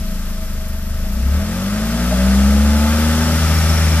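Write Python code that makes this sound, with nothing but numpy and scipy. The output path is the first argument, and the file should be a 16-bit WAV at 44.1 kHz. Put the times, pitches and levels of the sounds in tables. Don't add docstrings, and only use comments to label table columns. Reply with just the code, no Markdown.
import sys
import numpy as np
from scipy import signal
from scipy.fft import rfft, irfft
from scipy.io import wavfile
from scipy.ndimage import uniform_filter1d

SR = 44100
rng = np.random.default_rng(int(sys.argv[2]) if len(sys.argv) > 2 else 0)


def digitize_waveform(pressure):
    field = np.atleast_2d(pressure).T
    bounded = np.clip(field, -1, 1)
    quanta = np.round(bounded * 32767).astype(np.int16)
    wavfile.write(sys.argv[1], SR, quanta)


N = 176400

# time in seconds, firings per second.
ENGINE_SPEED = [(0, 27.31), (0.35, 26.42), (0.55, 25.17), (0.8, 23.86), (0.95, 24.63), (1.1, 28.24),
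                (1.3, 35.36), (1.5, 43.66), (1.7, 51.04), (2, 59.14), (2.3, 65.34), (2.65, 71.9),
                (3, 76.76), (3.25, 79.36), (3.5, 79.82), (4, 78.84)]
# time in seconds, load (0 idling, 1 pulling up, 2 holding the revs).
ENGINE_LOAD = [(0, 0.032), (1.05, 0.31), (1.2, 0.64), (1.32, 0.91), (2.95, 1.1), (3.25, 1.18), (3.55, 1.88),
               (4, 1.91)]
# time in seconds, gain in dB.
FIRING_STRENGTH = [(0, -4.5), (.35, -5.5), (.8, -6.5), (1.05, -4), (1.3, -2.5), (1.7, -2.5), (2.1, -2.5),
                   (2.4, 0.5), (2.8, 0.5), (3.2, 3), (3.6, 1), (4, 0)]
# multiple of the firing rate, then dB when idling, pulling and holding.
PULSE_HARMONICS = [(1, -12.5, -18, -9), (2, -21.5, -12.5, -7.5), (3, -24.5, -15, -26.5),
                   (4, -25.5, -17.5, -34), (5, -15, -22, -23.5), (6, -21.5, -30, -43),
                   (7, -27.5, -24, -29.5), (8, -32, -30, -36), (10, -36.5, -27.5, -23), (12, -33, -33, -67),
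                   (15, -38.5, -33.5, -35), (30, -54, -36.5, -15.5)]
CYLINDER_GAINS = [2.5, 1.47, 3]
# multiple of the engine cycle rate, level in dB before the pipe.
WHINE_TONES = [(8, -30.5), (11, -32.5), (22, -24), (35, -22.5)]
# frequency in Hz, gain in dB.
PIPE_RESPONSE = [(12, -24), (25, -2.5), (45, -7.5), (56, -3), (64, 4), (71, 5), (78, -2.5), (85, -9.5),
                 (100, -11.5), (128, -22), (150, -20.5), (161, -13.5), (178, -6), (194, 1.5), (204, 1),
                 (220, -1), (234, -5), (246, -7.5), (262, -17.5), (300, -17), (350, -26), (395, -18.5),
                 (470, -20), (520, -11), (570, -13), (610, -19.5), (640, -7.5), (720, -21), (780, -15.5),
                 (825, -17), (872, -7.5), (930, -29), (990, -24), (1300, -10), (2000, -26.5), (4000, -18.5)]
# time in seconds, relative rush level in dB, relative hiss level in dB.
GAS_FLOW = [(0, -41, -43.5), (.4, -41, -44.5), (.85, -42, -46), (1.18, -39.5, -43), (1.35, -35, -41.5),
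            (1.6, -33, -39), (1.9, -31.5, -37), (2.35, -28.5, -34.5), (2.6, -30, -35.5), (3, -27, -33),
            (3.55, -27.5, -32), (4, -26.5, -33)]
# frequency in Hz, relative level in dB.
RUSH_COLOUR = [(150, 5.5), (300, 2.5), (450, -4.5), (560, -0.5), (720, -2), (980, -2), (1250, 0.5),
               (1550, 1.5), (2050, -3), (2500, -7), (3200, -8), (4200, -17), (7000, -55)]
HISS_COLOUR = [(800, -41), (2500, 3), (3500, 1.5), (4700, 4.5), (6200, 3), (7200, 1.5), (8600, 0),
               (10000, -0.5), (11200, -3.5), (12500, -6.5), (13500, -4.5), (15200, -8)]
# pitch in Hz, width in Hz, strength in dB.
TAILPIPE_RINGS = [(584, 17, 5.5), (647, 12, 8.5), (1312, 7, 8.5), (1620, 16, -17), (1840, 8.9, -11),
                  (2380, 11, -3), (3530, 31, 11)]
HISS_PEAKS = [(10780, 92, 2), (11540, 140, 5.5)]
# frequency in Hz, likeness from 0 to 1.
STEREO_LIKENESS = [(300, 1), (800, 1), (1400, 0.93), (2100, 0.98), (3000, 0.6), (6000, 0.32), (8000, 0.36),
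                   (15000, 0.26)]
# time in seconds, gain in dB.
CHIRP_LEVEL = [(0, -53), (1.1, -52), (1.6, -44), (2.4, -43), (2.7, -41), (3.2, -37), (3.7, -28.5), (4, -32)]
# pitch in Hz, width in Hz, level in dB, flutter in dB.
WHISTLE_BANDS = [(640.6, 12, -45.5, 1), (11550, 800, -52.5, 1.5), (12180, 300, -48.5, 3)]
# start in seconds, level in dB, centre frequency in Hz.
IDLE_SPITS = [(.533, -42, 13000), (.683, -38, 10500), (1.132, -42, 13000)]
# speed and spread around it, both in firings per second,
# multiple of the firing rate that sounds, level in dB.
BUZZ_SPEEDS = [(61.8, 0.28, 10, -24), (63.7, 0.8, 9, -31)]

BOOM_PAN_DB, RUSH_PAN_DB, HISS_PAN_DB = 1.7, 0.5, 3
BOOM_LAG_MS = 0.014
CYLINDERS = 3
TIME = np.arange(N) / SR
FREQS = np.maximum(np.arange(N // 2 + 1) * SR / N, 1)


def undb(db):
    return 10 ** (np.asarray(db) / 20)


def curve(rows, column=1):
    rows = np.array(rows, float)
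    return np.interp(TIME, rows[:, 0], rows[:, column])


def shape(rows):
    rows = np.array(rows, float)
    return np.interp(np.log(FREQS), np.log(rows[:, 0]), rows[:, 1])


def wander(steps):
    return np.interp(steps, np.arange(1024), rng.standard_normal(1024))


def resonance(hz, width_hz):
    return 1 / np.hypot(1, (FREQS ** 2 - hz ** 2) / (FREQS * width_hz))


def peaks(rows):
    return np.sqrt(1 + sum((undb(db) * resonance(hz, width)) ** 2 for hz, width, db in rows))


def stereo(left, right, lag_ms, pan_db):
    delay = np.exp(-2j * np.pi * FREQS * lag_ms / 1000)
    return irfft(np.array([left, right * delay]), N) * undb(np.array([[pan_db], [-pan_db]]) / 2)


def noise(colour, pan_db):
    ripple = undb(2 * wander(FREQS / 24))
    common, left, right = rfft(rng.standard_normal((3, N))) * colour * ripple
    likeness = np.clip(shape(STEREO_LIKENESS), 0, 1)
    shared, own = np.sqrt(likeness) * common, np.sqrt(1 - likeness)
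    sides = stereo(shared + own * left, shared + own * right, lag_ms=0.079, pan_db=pan_db)
    return sides / sides.mean(0).std()


def firing_pulses(firings, phase, load):
    harmonics, *states = np.array(PULSE_HARMONICS, float).T
    pressure = 0
    for k in range(1, 31):
        state_db = [np.interp(k, harmonics, state) for state in states]
        gain = undb(np.interp(load, [0, 1, 2], state_db))
        smear = 0.0763 * (k - 1) ** 2
        pressure = pressure + gain * np.sin(k * phase - smear)
    cylinder_db = np.interp(firings, np.arange(CYLINDERS), CYLINDER_GAINS, period=CYLINDERS)
    return pressure * undb(curve(FIRING_STRENGTH) + cylinder_db + 0.99 * wander(firings))


def churn(phase, load):
    rumble = irfft(rfft(rng.standard_normal(N)) / np.hypot(1, (FREQS / 260) ** 2), N)
    level_db = -13.5 - 2 * np.clip(1 - load, 0, 1)
    return rumble * (1 + 0.72 * np.cos(phase)) * undb(level_db)


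def pipe(pressure):
    cepstrum = irfft(np.log(undb(shape(PIPE_RESPONSE))), N)
    cepstrum[1:N // 2] *= 2
    cepstrum[N // 2 + 1:] = 0
    ringing = irfft(np.exp(rfft(cepstrum)), N)[:N // 4]
    return signal.fftconvolve(pressure, ringing)[:N]


def exhaust(firings):
    load = curve(ENGINE_LOAD)
    phase = 2 * np.pi * (firings + 0.0044 * wander(firings))
    whine = sum(undb(db) * np.sin(k * phase / CYLINDERS) for k, db in WHINE_TONES)
    whine *= np.clip(load, 0, 1) ** 2
    boom = rfft(pipe(firing_pulses(firings, phase, load) + whine + churn(phase, load)))
    return stereo(boom, boom, BOOM_LAG_MS, BOOM_PAN_DB)


def gas_stream(firings, boost_db=2.5):
    puff = np.cos(2 * np.pi * firings)
    rush = noise(undb(shape(RUSH_COLOUR)) * peaks(TAILPIPE_RINGS), RUSH_PAN_DB)
    rush *= undb(curve(GAS_FLOW, column=1) + boost_db)
    hiss = noise(undb(shape(HISS_COLOUR)) * peaks(HISS_PEAKS), HISS_PAN_DB)
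    hiss *= undb(curve(GAS_FLOW, column=2) + boost_db)
    return rush * (1 + 0.06 * puff) + hiss * (1 + 0.085 * puff)


def chirp(firings, pitch_hz=5470, waver_hz=45.04, sharpness=12):
    cycles = firings / CYLINDERS - 0.49
    flare = np.exp(sharpness * (np.cos(2 * np.pi * cycles) - 1))
    flare *= undb(2 * wander(cycles))
    pitch = pitch_hz + waver_hz * wander(firings)
    tone = rfft(np.sin(2 * np.pi * np.cumsum(pitch) / SR))
    ping = stereo(tone, tone, lag_ms=0.045, pan_db=HISS_PAN_DB)
    faint_ring = 0.3 * noise(resonance(pitch_hz, width_hz=380) ** 2, HISS_PAN_DB)
    return (faint_ring + flare * ping / ping.mean(0).std()) * undb(curve(CHIRP_LEVEL))


def whistle(flutters_per_s=25):
    sound = 0
    for hz, width, db, flutter_db in WHISTLE_BANDS:
        band = noise(resonance(hz, width) ** 2, RUSH_PAN_DB)
        sound = sound + band * undb(db + flutter_db * wander(TIME * flutters_per_s))
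    return sound


def spits(decay_s=0.016):
    sound = 0
    for start, db, hz in IDLE_SPITS:
        fade = (TIME >= start) * np.exp(-abs(TIME - start) / decay_s)
        sizzle = noise(resonance(hz, width_hz=5500) ** 2, HISS_PAN_DB)
        sound = sound + sizzle * undb(db) * fade
    return sound


def pipe_buzz(speed, firings):
    tone, shaking = 0, 0
    for centre, spread, harmonic, db in BUZZ_SPEEDS:
        swell = undb(db) * np.exp(-((speed - centre) / spread) ** 2 / 2)
        tone = tone + swell * np.sqrt(2) * np.sin(2 * np.pi * harmonic * firings)
        shaking = shaking + swell
    rasp = noise(resonance(hz=630, width_hz=160) ** 2, RUSH_PAN_DB)
    rasp *= shaking * (1 + 0.5 * np.cos(2 * np.pi * firings))
    return stereo(rfft(tone), rfft(tone), BOOM_LAG_MS, BOOM_PAN_DB) + 0.7 * rasp


def scene():
    speed = uniform_filter1d(curve(ENGINE_SPEED), size=3001, mode="nearest")
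    firings = 0.79 + np.cumsum(speed) / SR
    running = exhaust(firings) + gas_stream(firings) + chirp(firings) + whistle()
    return running + spits() + pipe_buzz(speed, firings)


def record(dry, top_hz=15250):
    return signal.sosfilt(signal.ellip(10, .1, 80, top_hz, fs=SR, output="sos"), dry)


dry = scene()
out = record(dry)
digitize_waveform(out)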